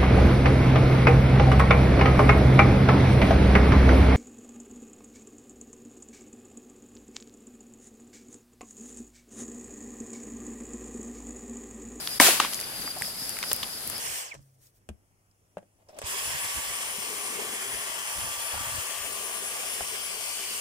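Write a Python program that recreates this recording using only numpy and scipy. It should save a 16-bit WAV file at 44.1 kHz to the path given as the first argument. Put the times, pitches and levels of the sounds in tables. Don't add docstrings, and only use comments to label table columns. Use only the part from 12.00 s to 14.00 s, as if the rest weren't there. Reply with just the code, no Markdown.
import sys
import numpy as np
from scipy import signal
from scipy.fft import rfft, irfft, next_fast_len
from scipy.io import wavfile
from scipy.ndimage import uniform_filter1d, map_coordinates

SR = 44100
rng = np.random.default_rng(int(sys.argv[2]) if len(sys.argv) > 2 else 0)


def bounce(signal):
    frames = np.transpose(np.atleast_2d(signal))
    limited = np.clip(frames, -1, 1)
    pcm = np.round(limited * 32767).astype(np.int16)
    wavfile.write(sys.argv[1], SR, pcm)


def field_ratio(decibels):
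    return 10 ** (np.asarray(decibels, dtype=float) / 20)


N = 88200


def unit(x):
    return x / np.sqrt(np.mean(x ** 2) + 1e-20)


def along(points, hz):
    f, v = np.transpose(points)
    return np.interp(np.log(hz + 1), np.log(f + 1), v)


def over_time(points):
    s, v = np.transpose(points)
    return np.interp(np.arange(N) / SR, s, v)


def wobble(rate_hz):
    knots = rng.standard_normal(int(N * rate_hz / SR) + 4)
    return map_coordinates(knots, [np.arange(N) * rate_hz / SR])


def filtered(x, response):
    n = x.shape[-1]
    m = next_fast_len(2 * n)
    return irfft(rfft(x, m) * response(np.fft.rfftfreq(m, 1 / SR)), m)[..., :n]


def paired(pair, spectrum, alike):
    def mid_and_side(hz):
        turn = np.arccos(np.clip(along(alike, hz), -1, 1)) / 2
        return field_ratio(along(spectrum, hz)) * [np.cos(turn), np.sin(turn)]
    mid, side = filtered(pair, mid_and_side)
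    return np.array([mid + side, mid - side])


def rush(spectrum, alike, patchy_db):
    z = signal.stft(rng.standard_normal((2, N)), nperseg=512)[2]
    field = rng.standard_normal(z.shape[1:])
    field = uniform_filter1d(uniform_filter1d(field, 6, 0), 8, 1)
    pair = signal.istft(z * field_ratio(patchy_db * unit(field)), nperseg=512)[1][:, :N]
    return unit(paired(pair, [(7.1, -120)] + list(spectrum) + [(21000, -120)], alike))


def add(out, s, x):
    i = round(s * SR)
    out[:, i:i + x.shape[1]] += x[:, :out.shape[1] - i]


# start_s, crack_db, t60_s, top_hz
BURSTS = [
    (0.1996, -1, 0.0078, 14000),
    (0.2816, -18, 0.0067, 14000),
    (0.4009, -9.5, 0.016, 8900),
    (0.4475, -31, 0.0078, 4000),
]
# start_s, level_db, pitch_hz, t60_s
WOOD_MODES = [(0.1997, 1, 1860, 0.0078), (0.1992, -5, 4800, 0.0052), (0.2004, -9, 2230, 0.025),
              (0.2025, -5.5, 993, 0.022), (0.2007, -3, 274, 0.023), (.202, -16, 627, 0.061),
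              (.216, -8.5, 760, 0.019), (.281, -32, 1250, 0.0079), (.2835, -10.5, 685, 0.023),
              (.287, -17, 545, 0.031), (0.283, -23, 333, 0.088), (0.4006, -0.5, 1173, 0.0095),
              (0.4006, 5.5, 2970, 0.0019), (.402, -17, 756, 0.03), (0.4, -17.5, 290, 0.014),
              (.4484, -13, 1070, 0.011), (.4484, -18, 3150, 0.0075)]
# pitch_hz, level_db (per Hz)
JET = [(71, -55), (120, -17), (327, -8.5), (493, -10), (592, -7.5), (2380, -3.5), (6110, -3), (10800, -0.5),
       (16000, -8)]
# pitch_hz, likeness (-1 to 1)
JET_ALIKE = [(60, 0.8), (240, 0.93), (950, 0.7), (3000, 0.15), (6000, -0.1), (15000, -0.05)]
BURST_LAG_S, CREAK_DB, CREAK_S = 0.0008, -37, 0.0014
SWELL_CYCLES, ROUGH_RAD = 0.63, 0.045


def log():
    out, t = np.zeros((2, N)), np.arange(SR // 8) / SR
    lead = t[:SR // 100]
    for s, db, t60, top_hz in BURSTS:
        puff = unit(paired(rng.standard_normal((2, len(t))), JET, JET_ALIKE))
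        crack = filtered(puff, lambda f: 1 / (1 + (f / top_hz) ** 4))
        add(out, s + BURST_LAG_S, field_ratio(db - 60 * t / t60) * crack)
        creak = np.exp(-lead[::-1] / CREAK_S) * crack[:, -len(lead):]
        add(out, s - lead[-1], field_ratio(db + CREAK_DB) * creak)
    for s, db, hz, t60 in WOOD_MODES:
        swell = 1 - np.exp(-t * hz / SWELL_CYCLES)
        jitter = ROUGH_RAD * np.cumsum(rng.standard_normal(len(t)))
        ring = field_ratio(db - 60 * t / t60) * swell * np.sin(2 * np.pi * hz * t + jitter)
        add(out, s, np.ones((2, 1)) * ring)
    return filtered(out, lambda f: (1j * f / (120 + 1j * f)) ** 2)


# start_s, level_db, hold_s, t60_s, treble_db
VENTS = [
    (0.203, -13, 0.068, 0.48, -3.9),
    (0.397, -25.5, 0.054, 0.15, -25),
]
VENT_ATTACK_S, DULLS = 0.0016, 1.06


def steam():
    t, level, top = np.arange(N) / SR, 0, 0
    jet = rush(JET, JET_ALIKE, patchy_db=0.3)
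    for s, db, hold, t60, treble_db in VENTS:
        opening = 1 - np.exp(-np.clip(t - s, 0, None) / VENT_ATTACK_S)
        fall_db = -60 * np.clip(t - s - hold, 0, None) / t60
        level = level + opening * field_ratio(db + fall_db)
        top = top + opening * field_ratio(db + treble_db + DULLS * fall_db)
    body = filtered(jet, lambda f: 1 / (1 + (f / 5000) ** 4))
    return field_ratio(0.26 * wobble(51.0)) * (level * body + top * (jet - body))


# start_s, peak_db, pitch_hz, t60_s, sharpness_q
TICKS = [(.0729, -14.5, 4030, 0.0085, 1.6), (.0731, -23.5, 1290, 0.0039, 0.7),
         (.403, -15.5, 2430, .004, 0.49), (.527, -28, 1150, .012, 0.7), (.5332, -21.5, 3900, 0.015, 0.5),
         (.59, -29, 2150, 0.0074, 2), (.627, -29.5, 2170, 0.0049, 1.4), (.841, -34.5, 550, 0.055, 0.97),
         (.875, -27.5, 1600, 0.029, 1.1), (.961, -31.5, 735, 0.058, 1.7), (1.011, -30.5, 780, 0.012, 1.9),
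         (1.02, -18.5, 1930, 0.0064, 2.1), (1.0462, -27, 1300, .006, 0.54), (1.079, -37.5, 666, 0.015, 1.5),
         (1.292, -37, 3400, .005, 1), (1.367, -29.5, 1720, 0.016, 0.89), (1.387, -27.5, 1840, 0.012, 0.99),
         (1.4271, -16.5, 2520, 0.018, 0.63), (1.4365, -22.5, 1630, 0.018, 0.8),
         (1.5135, -23.5, 720, 0.022, 0.95), (1.5139, -16, 3000, 0.023, 0.28),
         (1.6277, -25, 4200, 0.005, 2.3), (1.6292, -26, 2120, 0.0053, 1.6), (1.63, -20.5, 3300, 0.008, 3.4),
         (1.6315, -23.5, 3450, 0.01, 4.2), (1.63, -30.5, 1130, 0.015, 2.5),
         (1.6347, -20, 4800, 0.0054, 1.2), (1.642, -26, 2700, 0.008, 0.89), (1.8985, -34, 1100, 0.014, 1.2),
         (.79, -39, 180, 0.059, 2.6), (.845, -40, 305, 0.097, 1.5), (1.01, -40, 120, 0.067, 0.81),
         (1.04, -40, 197, 0.044, 1.6), (1.215, -39.5, 203, 0.063, 1.3), (1.87, -44.5, 110, 0.09, 0.92)]
# start_s, peak_db, pitch_hz, t60_s, sharpness_q
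SPARKS = [(0.544, -13.5, 6500, 0.005, 1.3), (0.6004, -15, 8650, 0.0058, 0.64),
          (0.6111, -16, 9300, 0.0036, .6), (0.8141, -22, 13500, 0.0056, 1.3),
          (.9847, -23, 10100, 0.006, 1.8), (1.0202, -20, 8440, 0.007, 7.6), (1.0757, -22, 11500, 0.005, .8),
          (1.2925, -19, 9890, 0.005, 1.1), (1.3872, -21, 10600, 0.0066, 1), (1.4272, -30, 7500, .005, 0.84),
          (1.5145, -25, 8500, 0.009, .7), (1.5299, -5, 12250, 0.006, 1.53),
          (1.5432, -22, 13900, 0.008, 2.6), (1.5622, -20, 13000, 0.0088, 1.1),
          (1.8751, -19.5, 11900, 0.0063, 1.5), (1.8982, -16.5, 11000, 0.004, 1.1),
          (1.8992, -21.5, 7900, 0.0046, 2.3), (1.9794, -21, 11200, 0.005, 1.3)]
SNAP_LAG_S, SPIKE = 0.0011, 3.5
PORT_LAG = 2
SKIRT_DB = -19


def snaps(rows):
    out, t = np.zeros((2, N)), np.arange(SR // 20) / SR
    for s, db, hz, t60, q in rows:
        noise = unit(paired(rng.standard_normal((2, len(t))), [(1, 0)], JET_ALIKE))
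        puff = noise * field_ratio(-60 * t / t60) * (1 - np.exp(-t / 0.0005))
        puff[[0, 1], [8, 8 + rng.integers(-PORT_LAG, PORT_LAG + 1)]] += SPIKE

        def twig(f):
            band = 1j * f * hz / q / (hz * hz - f * f + 1j * f * hz / q)
            skirt = 1j * f * 3 * hz / (hz / 3 + 1j * f) / (3 * hz + 1j * f)
            return band ** 2 + field_ratio(SKIRT_DB) * skirt

        ring = filtered(puff, twig)
        add(out, s + SNAP_LAG_S, field_ratio(db) * ring / np.abs(ring.mean(axis=0)).max())
    return out


# pitch_hz, level_db (per Hz)
FLAME = [(15, -41), (25, -13.5), (139, -8), (175, -7), (206, -6.5), (325, -10), (790, -8.5), (913, -10.5),
         (3500, -12), (4550, -32), (7700, -120)]
# pitch_hz, level_db (per Hz)
HISS = [(2500, -18), (4000, -3), (6500, -5.5), (8500, -4.5), (10600, 3.5), (13000, -4), (16000, -15.5)]
# pitch_hz, likeness (-1 to 1)
ALIKE = [(60, 0.85), (240, 0.52), (950, 0.25), (3770, -0.021), (15000, -0.041)]
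# start_s, level_db
DRAUGHT = [(0, 1), (.5, 1.5), (.8, 0), (1.05, 0.15), (1.5, 1.34), (1.75, 0.3), (2, 0.5)]
FLAME_DB, HISS_DB, EMBER_DB, EMBERS = -45, -38, -46.5, 260


def flames():
    flutter_db = FLAME_DB + 1.1 * wobble(7.68) + 0.26 * wobble(24.6)
    flutter = field_ratio(flutter_db) * rush(FLAME, ALIKE, patchy_db=0.77)
    hiss = field_ratio(HISS_DB + 1.3 * wobble(13.23)) * rush(HISS, ALIKE, patchy_db=0.25)
    when, loud, pitch, length = rng.random((4, EMBERS))
    ember_db = EMBER_DB - 4.5 * np.log(loud + 0.07)
    sharpness_q = np.full(EMBERS, 0.58)
    embers = np.c_[when * 1.98, ember_db, 700 * 18 ** pitch, 0.004 + 0.008 * length, sharpness_q]
    return field_ratio(over_time(DRAUGHT)) * (flutter + hiss + snaps(embers))


# start_s,
# length_s, level_db, pitch_hz, fall_hz
NOTES = [(0.101, 0.054, -39, 5020, 102), (.575, 0.046, -43.5, 4900, 26), (.615, 0.32, -47.5, 4830, 51),
         (.68, 0.007, -45, 4800, 22), (0.634, .014, -39, 4800, 52), (0.758, 0.018, -38, 4950, 200),
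         (0.788, 0.012, -37, 4800, -50), (0.815, 0.012, -40.5, 4720, 20), (0.86, 0.039, -36, 4820, 27),
         (0.903, 0.016, -35.5, 4790, 22), (1.068, 0.011, -42, 4950, 100), (1.038, .009, -44, 4950, 150),
         (1.05, .009, -44, 4800, -150), (1.083, .004, -42, 4950, 50), (1.19, .012, -43, 4950, 100),
         (1.208, .018, -42, 5250, 650), (1.232, .012, -43, 4900, -300), (1.29, .045, -45, 4720, 50),
         (1.439, 0.02, -41, 5060, 750), (1.485, 0.016, -38, 5220, 900), (1.699, .014, -45, 4880, 250),
         (1.724, 0.02, -39, 5200, 900), (1.734, .018, -43, 5430, 750), (1.754, .013, -44, 4900, -500),
         (1.766, 0.023, -40, 5330, 1030), (1.955, 0.016, -38, 5250, 154), (1.976, .008, -43, 4900, 100)]
NEAR_LEFT_DB, BLUR_RAD = 0.5, 0.03


def near_cricket():
    out = np.zeros((2, N))
    tremble = field_ratio(1.5 * np.array([wobble(120), wobble(120)]))
    port_phase = np.array([[np.pi / 4], [-np.pi / 4]])
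    for s, length, db, hz, fall_hz in NOTES:
        u = np.arange(round(length * SR)) / (length * SR)
        turn = 2 * np.pi * np.cumsum(hz - fall_hz * u ** 1.2) / SR
        jitter = np.cumsum(rng.standard_normal((2, len(u))), axis=1)
        phase = turn + port_phase + BLUR_RAD * (fall_hz > 300) * jitter
        add(out, s, field_ratio(db + 2.5) * np.sin(np.pi * u) ** 0.3 * np.sin(phase))
    return out * tremble * field_ratio([[NEAR_LEFT_DB], [-NEAR_LEFT_DB]])


# start_s, level_db
CHORUS = [(0, -46.5), (.06, -50.5), (.12, -45), (.19, -45), (.55, -48), (.75, -53), (.9, -54), (.95, -50),
          (1.06, -40.5), (1.12, -47), (1.23, -42), (1.36, -47.5), (1.5, -41), (1.62, -46), (1.68, -48),
          (1.75, -46.5), (1.86, -50.5), (1.96, -44)]
CHORUS_HZ, SHARPENS_HZ_PER_DB, CRICKET_WIDTH_HZ, CRICKET_DB = 4900, 22.5, 810, 2.5
STROKES_HZ, STROKE_DEPTH_DB = 40, -1.5


def crickets():
    level_db = over_time(CHORUS)
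    pitch = CHORUS_HZ + SHARPENS_HZ_PER_DB * (level_db - level_db.mean())
    turn = 2 * np.pi * np.cumsum(pitch) / SR
    out = np.zeros((2, N))
    for side in out:
        strokes = np.cos(2 * np.pi * np.cumsum(STROKES_HZ * (1 + 0.16 * wobble(2))) / SR)
        noise = rng.standard_normal((2, N))
        spread = filtered(noise, lambda f: 1 / (1 + (2 * f / CRICKET_WIDTH_HZ) ** 4))
        trill = spread[0] * np.cos(turn) + spread[1] * np.sin(turn)
        side += unit(field_ratio(STROKE_DEPTH_DB * strokes) * trill)
    return field_ratio(level_db + CRICKET_DB) * out


def scene():
    fire = log() + steam() + snaps(TICKS) + snaps(SPARKS) + flames()
    return fire + near_cricket() + crickets()


def top_cut(x):
    return signal.sosfilt(signal.butter(12, 16390, fs=SR, output="sos"), x)


# pitch_hz, left_over_right_db
LEFT = [(100, 1), (1000, 0.5), (4000, 1.5), (12000, 3.5)]
DRIVE_DB, TOP_HZ = 0.62, 15900
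CEILING, DUCK, AHEAD_S, SMOOTH_S = 0.6, 0.8, 0.015, 0.005


def record(dry):
    ports = np.array([[0.5], [-0.5]])
    x = field_ratio(DRIVE_DB) * filtered(dry, lambda f: field_ratio(along(LEFT, f) * ports) * (f < TOP_HZ))
    first_peak_s = np.argmax(np.abs(x).max(axis=0) > CEILING) / SR
    early_s = first_peak_s - np.arange(N) / SR
    ahead = (early_s > SMOOTH_S) & (early_s < AHEAD_S)
    x = x * (1 - DUCK * uniform_filter1d(ahead * 1.0, round(SMOOTH_S * SR)))
    rounded = x / (1 + np.abs(x / 1.6) ** 6) ** (1 / 6)
    return top_cut(rounded)


dry = scene()
out = record(dry)
bounce(out)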